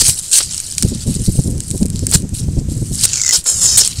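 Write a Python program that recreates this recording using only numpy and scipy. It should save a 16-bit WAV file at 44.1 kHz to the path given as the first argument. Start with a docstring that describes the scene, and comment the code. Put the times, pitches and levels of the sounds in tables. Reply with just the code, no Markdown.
"""A kitchen knife carves half a watermelon outdoors, close to the microphone, over a faint hiss.
First the blade slices in: crisp cells crackle, juice squelches, pieces tear loose and fibres snap.
From about 1 to 3 seconds, wind rumbles and thumps on the microphone while the cutting goes on.
Then the blade scrapes along the hollow rind, juddering at first as it sticks and slips.
Last come another tear and two more slices. The loudest crunches overload the microphone."""
import sys
import numpy as np
from scipy import signal
from scipy.fft import rfft, irfft
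from scipy.io import wavfile
from scipy.ndimage import uniform_filter1d, map_coordinates

SR = 44100
rng = np.random.default_rng(int(sys.argv[2]) if len(sys.argv) > 2 else 0)


def inscribe(sig):
    """Save sig as 16-bit PCM at rate SR to the path in sys.argv[1].

    A 1-D sig is mono; a 2-D sig holds one channel per row.
    Samples are clipped to [-1, 1] before scaling.
    """
    pcm = np.round(np.clip(np.atleast_2d(sig).T, -1, 1) * 32767)
    wavfile.write(sys.argv[1], SR, pcm.astype(np.int16))


N = 176400  # 4 seconds
T = np.arange(N) / SR

# Tone of the outdoor hiss: pitch_hz, level_db
AIR_TONE = [(20, 21), (100, -17.5), (300, 4), (700, -5), (1200, -8), (3000, -8.5), (4500, -6.5), (6300, 1),
            (8000, 3.5), (10000, -6), (13000, -14), (15500, -30)]
# Tone of the wind's rumble: pitch_hz, level_db
RUMBLE_TONE = [(15, -16), (40, -2), (100, 3), (170, -4), (300, -18), (600, -39), (1200, -73), (4000, -64)]
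# How the rumble swells and fades: time_s, level_db
RUMBLE_LEVELS = [(0, -25), (.1, -33), (.2, -38.5), (.35, -46.5), (.47, -30), (.6, -41.5), (.78, -33.5),
                 (.86, -19.5), (1.0, -28.5), (1.27, -26), (1.55, -21.5), (1.66, -27.5), (1.8, -23.5),
                 (2.2, -23), (2.29, -30), (2.4, -20.5), (2.53, -22), (2.85, -24), (2.95, -23), (3.2, -37.5),
                 (3.46, -48), (3.56, -33), (3.75, -26), (3.88, -35.5), (4, -26.5)]
# Swirls of air hitting the microphone: middle_s, half_length_s, level_db, pitch_hz
WIND_THUMPS = [(0.025, 0.0038, -19, 109), (0.091, 0.0061, -16.5, 98), (0.85, 0.012, -8, 164),
               (0.925, 0.0079, -16, 196), (0.958, 0.0074, -20, 208), (1.081, .014, -11, 167),
               (1.109, 0.014, -16.5, 190), (1.164, 0.0059, -14.5, 139), (1.208, .015, -16.5, 135),
               (1.289, 0.0069, -4, 97), (1.356, 0.0032, -22, 300), (1.392, 0.0096, -5, 122),
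               (1.459, 0.009, -15, 195), (1.485, 0.0064, -14.5, 254), (1.526, 0.051, -20.5, 187),
               (1.714, 0.01, -16.5, 164), (1.75, 0.0096, -16, 189), (1.821, 0.0099, -7, 152),
               (1.852, 0.0065, -14, 208), (1.945, 0.029, -22, 146), (2.031, .005, -15.5, 233),
               (2.087, 0.017, -24.5, 215), (2.156, 0.0086, -7, 122), (2.203, 0.0064, -23, 220),
               (2.242, 0.014, -16.5, 190), (2.335, 0.0082, -14, 110), (2.409, 0.012, -21, 147),
               (2.443, 0.0035, -20, 210), (2.486, 0.0036, -12, 172), (2.57, 0.0038, -17.5, 332),
               (2.584, 0.0072, -7.5, 125), (2.612, 0.0077, -22.5, 227), (2.687, 0.0043, -20, 296),
               (2.721, 0.0042, -15.5, 180), (2.77, 0.023, -20, 157), (2.824, 0.0063, -16, 200),
               (2.915, 0.0054, -16.5, 195), (3.386, 0.0084, -24, 89.5)]
# Tone of the bursting flesh: pitch_hz, level_db
FLESH_TONE = [(200, -27), (900, -24.5), (1500, -19.5), (2000, -19), (2600, -15.5), (3100, -9.5),
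              (3450, -13), (4100, -4.5), (5300, -3.5), (6400, -3.5), (8300, 4), (9800, -2), (11000, -8.5),
              (12300, -14.5), (13500, -19.5), (15500, -24.5)]
# The blade slicing through flesh: start_s, length_s, first_db, last_db, treble_tilt_db
SLICES = [(0.002, 0.019, -12, -10.5, -4.5), (.04, 0.027, -13, -13.5, -4.5),
          (0.078, 0.025, -14.5, -7.5, 4.5), (0.125, 0.034, -20, -25.5, -0.5),
          (0.173, 0.023, -21.5, -17.5, 0), (0.229, 0.074, -28, -25, 0), (0.33, 0.072, -9.5, -18.5, -3),
          (0.407, 0.079, -22.5, -26, -7.5), (0.504, 0.09, -24, -21, -6), (0.613, 0.15, -27.5, -26.5, -2),
          (0.787, 0.11, -22.5, -29, -2), (0.886, 0.15, -35, -25, -6), (1.074, 0.092, -26, -23.5, -1),
          (1.191, 0.08, -29.5, -23.5, 0.5), (1.294, 0.21, -27, -30, 5.5), (1.513, 0.17, -39.5, -34, 2),
          (1.685, 0.15, -34, -30.5, 6.5), (1.928, 0.17, -33.5, -33.5, -3.5),
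          (2.104, 0.035, -24.5, -14.5, 7), (2.166, 0.045, -21.5, -35.5, 0), (2.349, 0.043, -25, -26.5, 2.5),
          (2.389, 0.052, -39, -33.5, -5), (2.47, .13, -42, -37, -2), (2.697, 0.21, -31.5, -35, 2.5),
          (2.928, 0.028, -24.5, -19, 4), (2.979, 0.058, -26, -15.5, -2.5), (3.069, 0.12, -20.5, -25, -11),
          (3.371, 0.042, -12.5, -28.5, -1), (3.836, 0.091, -16.5, -24, -6.5),
          (3.938, 0.083, -29.5, -26, -6.5)]
# Pockets of juice opening: start_s, length_s, pitch_hz, level_db
SQUELCHES = [(.006, .02, 3350, -21), (.334, .012, 8500, -7), (.404, .008, 3300, -18),
             (.783, .004, 3200, -25), (1.0, .025, 4500, -33), (1.827, .008, 5400, -20),
             (1.93, .007, 4200, -30), (2.39, .005, 6400, -24), (3.47, .012, 1400, -30),
             (3.79, .012, 4000, -13), (3.817, .025, 3200, -24)]
# Pieces tearing loose: start_s, length_s, crackle_db, crunch_db
TEARS = [(.011, 0.0089, -8, -18.5), (0.331, .015, -7, -38), (0.352, 0.033, -9, -33),
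         (0.387, 0.0035, -8.5, -30), (0.404, 0.0097, -22, -19), (2.123, 0.0066, -28, -19),
         (2.138, 0.018, -6.5, -21), (3.036, 0.0092, -7, -46), (3.053, 0.0023, -6, -19.5),
         (3.33, 0.025, -13.5, -25), (3.46, 0.011, -40, -22), (3.774, 0.021, -3, -47),
         (3.803, 0.0094, -14, -36)]
# Tone of the lower, coarser crunch: pitch_hz, level_db
CRUNCH_TONE = [(100, -15), (400, 11), (900, 4), (1500, 9), (2200, 2), (3200, 8), (5000, 15.5), (9000, -8.5)]
# Single fibres snapping: time_s, level_db, pitch_hz
SNAPS = [(0.315, -8, 8000), (0.432, -10, 8300), (0.579, -12, 6900), (0.602, -7, 8550), (.724, -12.5, 8600),
         (0.7819, 2, 6230), (0.8253, 2, 6800), (0.831, -2.5, 5900), (1.58, -18, 7000), (1.6046, -9, 6800),
         (1.637, -22, 7500), (1.959, -14, 3200), (1.705, -11.5, 7700), (1.712, -9, 5300),
         (1.778, -14.5, 9000), (1.813, -19, 11500), (1.857, -11.5, 10100), (1.863, -14.5, 9200),
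         (1.83, -10.5, 5430), (1.884, -21, 9050), (1.902, -12, 8100), (1.993, -12, 7360), (2.0684, 0, 8800),
         (2.114, -4, 8550), (2.222, -18.5, 10500), (2.292, -20, 8440), (2.947, -13, 8500),
         (3.012, -5, 8700), (3.054, -4.5, 4000), (3.442, -15.5, 10000), (3.876, -1, 7440)]
# Ringing of the wet pocket that a snap opens: pitch_hz, width_hz, level_db
POCKET_RINGS = [(1670, 160, -14), (2410, 440, -11.5)]
# The edge scraping the rind: start_s, length_s, first_db, last_db, pitch_hz
SCRAPES = [(3.118, 0.18, -24.5, -21, 6100), (3.33, 0.033, -8.5, -9, 5500), (3.469, 0.033, -12, -11, 7860),
           (3.516, 0.017, -13, -18, 7560), (3.542, 0.056, -19, -17.5, 7760), (3.617, 0.047, -10, -8, 7300),
           (3.677, 0.086, -12, -12.5, 6100), (3.782, 0.037, -17.5, -5, 5700)]
# Ringing of the blade and the hollow melon: pitch_hz, width_hz, level_db
SCRAPE_RINGS = [(3180, 130, -3.5), (3840, 88, 1), (4520, 170, -3), (5336, 310, 4.5), (6130, 320, 0.5),
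                (6850, 350, 7), (7530, 140, 7), (8540, 90, 0), (8470, 89, -5), (9100, 150, 0),
                (9520, 190, 2), (10400, 220, -6), (11450, 180, -11)]
# The stuck blade slipping free: time_s, level_db
SLIPS = [(3.133, -5.5), (3.14, -8), (3.158, -7), (3.172, -9), (3.178, -9), (3.187, -15), (3.197, -9),
         (3.205, -10.5), (3.2159, -1.5), (3.236, -7), (3.248, -7.5), (3.261, -4), (3.265, -3.5),
         (3.279, -5), (3.291, 3), (3.297, -6), (3.309, -1.5)]
# Tone of a slip: pitch_hz, level_db
SLIP_TONE = [(300, -15.5), (1000, -34), (1450, -9.5), (1750, -24), (2500, -14), (3400, -18), (4500, -7),
             (6000, 5), (7200, 6.5), (8200, -2), (9200, -22), (12000, -19), (15500, -44)]
# The gap behind the blade rings lower as it opens: time_s, pitch_hz
GAP_PITCH = [(3.13, 2750), (3.17, 2350), (3.22, 2100), (3.31, 2060)]


def gain(db):
    """Turn decibels into a number to multiply by."""
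    return 10 ** (np.asarray(db) / 20)


def unit(x):
    """Scale a sound to an average power of 1."""
    return x / np.sqrt(np.mean(x ** 2))


def noise():
    return rng.standard_normal(N)


def wander(rate):
    """A smooth random drift of about 1 either way; a higher rate moves faster."""
    span = max(int(SR / rate), 1)
    return unit(uniform_filter1d(uniform_filter1d(noise(), span), span))


def colour(x, tone):
    """Make some pitches louder and others softer, following a tone table."""
    hz, db = np.array(tone, float).T
    size = 8192
    grid_hz = np.maximum(np.arange(size // 2 + 1) * SR / size, 1)
    curve = gain(np.interp(np.log(grid_hz), np.log(hz), db))
    # build the filter so that it rings only after a click, never before
    folded = irfft(np.log(curve))
    folded[1:size // 2] *= 2
    folded[size // 2 + 1:] = 0
    response = irfft(np.exp(rfft(folded)))
    return signal.fftconvolve(x, response / np.linalg.norm(response))[:N]


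def band(x, hz, width_hz):
    """Keep the sound near one pitch; a narrow band rings."""
    return signal.lfilter(*signal.iirpeak(min(hz, SR / 2 - 1), hz / width_hz, fs=SR), x)


def ringing(x, rings):
    """Ring at every pitch in a table."""
    return sum(gain(db) * band(x, hz, width_hz) for hz, width_hz, db in rings)


def cavity(x, hz, width_hz):
    """A small hollow that rings at a moving pitch."""
    turn = np.exp(2j * np.pi * np.cumsum(hz) / SR)
    decay = np.exp(-np.pi * width_hz / SR)
    return (turn * signal.lfilter([np.sqrt(2 * (1 - decay ** 2))], [1, -decay], x / turn)).real


def stroke(start_s, length_s, first_db, last_db, rise_s, fade_s):
    """A loudness shape: rise, slide from the first level to the last, then fade."""
    edges = np.exp(np.minimum(T - start_s, 0) / rise_s - np.maximum(T - start_s - length_s, 0) / fade_s)
    return edges * gain(np.interp(T, [start_s, start_s + length_s], [first_db, last_db]))


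def pop(time_s, db, rise_s, fade_s):
    """One break: a burst of noise that builds in an instant and dies away."""
    first = int(time_s * SR) - SR // 100
    t = T[first:first + SR // 16] - time_s
    shape = np.exp(np.minimum(t, 0) / rise_s - np.maximum(t, 0) / fade_s)
    burst = shape * rng.standard_normal(len(t))
    out = np.zeros(N)
    out[first:first + len(t)] = burst * gain(db) * np.linalg.norm(shape) / np.linalg.norm(burst)
    return out


def outdoors():
    """The faint, steady hiss of the surroundings."""
    return unit(colour(noise(), AIR_TONE)) * gain(-39.5 + 0.19 * wander(31))


def wind():
    """A low rumble, with swirls of air that each push and pull the microphone once."""
    rumble_db = 1 + np.interp(T, *np.array(RUMBLE_LEVELS).T) + 2 * wander(24)
    out = unit(colour(noise(), RUMBLE_TONE)) * gain(rumble_db)
    muffle = signal.butter(2, 400, fs=SR, output="sos")
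    for middle_s, half_s, db, hz in WIND_THUMPS:
        shape = np.exp(-.5 * ((T - middle_s) / half_s) ** 2)
        width_hz = 1.15 * hz
        swirl = shape * band(band(noise(), hz, width_hz), hz, width_hz)
        phase = 2 * np.pi * (T - middle_s) * hz * 0.38
        push_pull = phase / (1 + phase ** 2) ** 2
        thump = signal.sosfilt(muffle, unit(swirl) + gain(-1) * unit(push_pull))
        out += gain(db) * thump * np.linalg.norm(shape) / np.linalg.norm(thump)
    return out


def crackle(per_s, spread_db, hiss_db):
    """Cells of many sizes burst at random over a fine hiss of juice."""
    clicks = (rng.random(N) < per_s / SR) * np.sign(noise())
    sizes = gain(spread_db * np.minimum(noise(), 2.5))
    return unit(unit(clicks * sizes) + gain(hiss_db) * noise())


def melon_echo(x, echo_db=-5, fade_s=0.0018):
    """Add short echoes from inside the melon, which change as hand and blade move."""
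    t = T[:SR // 40]
    echo = np.zeros(N + len(t))
    step = int(.04 * SR)
    for i in range(0, N, step):
        bounces = rng.standard_normal(len(t)) * np.exp(-t / fade_s)
        part = signal.fftconvolve(x[i:i + step], bounces / np.linalg.norm(bounces))
        echo[i:i + len(part)] += part
    return (x + gain(echo_db) * echo[:N]) / np.sqrt(1 + gain(2 * echo_db))


def juice():
    """Tiny bubbles of juice pop at twelve different pitches."""
    return unit(sum(band(crackle(per_s=40, spread_db=5, hiss_db=-60), hz, hz / 9.7)
                    for hz in np.geomspace(2500, 12500, num=12)))


def slicing():
    """Cells burst and juice pops each time the blade runs through the flesh."""
    bursts = melon_echo(crackle(per_s=3200, spread_db=3.5, hiss_db=-4.5)) + gain(-5.5) * juice()
    cells = unit(colour(bursts, FLESH_TONE)) * gain(1.6 * wander(60))
    low = signal.sosfiltfilt(signal.butter(3, 6600, fs=SR, output="sos"), cells)
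    high = cells - low
    out = np.zeros(N)
    for start_s, length_s, first_db, last_db, tilt_db in SLICES:
        shape = stroke(start_s, length_s, first_db, last_db, rise_s=0.0082, fade_s=0.01)
        out += shape * (low * gain(-tilt_db / 2) + high * gain(tilt_db / 2))
    return out


def squelching():
    """Each pocket of juice rings briefly and drops in pitch as it opens."""
    out = np.zeros(N)
    for start_s, length_s, hz, db in SQUELCHES:
        closed = np.exp(-np.maximum(T - start_s, 0) / .012)
        pitch_hz = hz * (1 + .1 * (closed - .5))  # from 5% above to 5% below
        shape = stroke(start_s, length_s, db, db, rise_s=.001, fade_s=.004)
        out += shape * cavity(noise(), pitch_hz, width_hz=260)
    return out


def tearing():
    """A piece tears loose in a rush of bursting cells, with a coarser crunch below."""
    bursts = melon_echo(crackle(per_s=6000, spread_db=3.5, hiss_db=-0.5))
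    cells = unit(colour(bursts, FLESH_TONE)) * gain(1.06 * wander(180))
    crunch = unit(colour(crackle(per_s=1100, spread_db=2.5, hiss_db=-4.5), CRUNCH_TONE))
    out = np.zeros(N)
    for start_s, length_s, crackle_db, crunch_db in TEARS:
        shape = stroke(start_s, length_s, 0, 0, rise_s=.0015, fade_s=0.0039)
        out += shape * (gain(crackle_db) * cells + gain(crunch_db) * crunch)
    return out


def snapping():
    """A fibre creaks, cracks and sets a wet pocket ringing."""
    cracks, creaks = np.zeros(N), np.zeros(N)
    for time_s, db, hz in SNAPS:
        creak = pop(time_s, db - 16, rise_s=0.001, fade_s=0.0034)
        crack = pop(time_s, db, rise_s=0.00036, fade_s=0.00056)
        cracks += band(crack + creak, hz, width_hz=6500)
        creaks += creak
    return gain(2) * colour(cracks, FLESH_TONE) + gain(13.5) * ringing(creaks, POCKET_RINGS)


def scraping():
    """The wet edge chatters on the firm rind, making the blade and the hollow ring."""
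    chatter = crackle(per_s=9000, spread_db=1.5, hiss_db=0) * gain(wander(440))
    # the ringing drifts slightly in pitch as the point of contact moves
    positions = np.arange(N) + np.cumsum(.002 * wander(11.9))
    ring = unit(map_coordinates(ringing(chatter, SCRAPE_RINGS), [positions], mode="mirror"))
    wet_hiss = gain(-8) * unit(colour(melon_echo(chatter), FLESH_TONE))
    crunch = gain(-16) * unit(colour(chatter, CRUNCH_TONE))
    out = np.zeros(N)
    for start_s, length_s, first_db, last_db, hz in SCRAPES:
        shape = stroke(start_s, length_s, first_db, last_db, rise_s=0.0092, fade_s=0.0067)
        out += shape * (unit(band(ring + wet_hiss, hz, width_hz=2840)) + crunch)
    return out


def juddering():
    """The blade sticks and slips; each slip cracks and rings the widening gap behind it."""
    slips = sum(pop(time_s, db, rise_s=0.0004, fade_s=.002) for time_s, db in SLIPS)
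    gap_hz = np.interp(T, *np.array(GAP_PITCH).T) * (1 + 0.015 * wander(90))
    gap = cavity(slips, gap_hz, width_hz=77)
    cracks = colour(melon_echo(slips, echo_db=-9.5, fade_s=0.011), SLIP_TONE)
    return gain(-0.5) * cracks + gain(-17.5) * gap


def scene():
    """Add the hiss, wind, slicing, tearing, snapping, scraping and juddering together in one channel; the juice
    pockets of squelching() are not included."""
    return (outdoors() + wind() + slicing() + tearing() + snapping() + scraping() + juddering())[None]


def record(dry):
    """Flatten peaks that are too loud, then cut the highest treble."""
    treble_cut = signal.ellip(10, .2, 70, 15650, fs=SR, output="sos")
    return signal.sosfilt(treble_cut, np.clip(dry, -1, 1))


dry = scene()
out = record(dry)
inscribe(out)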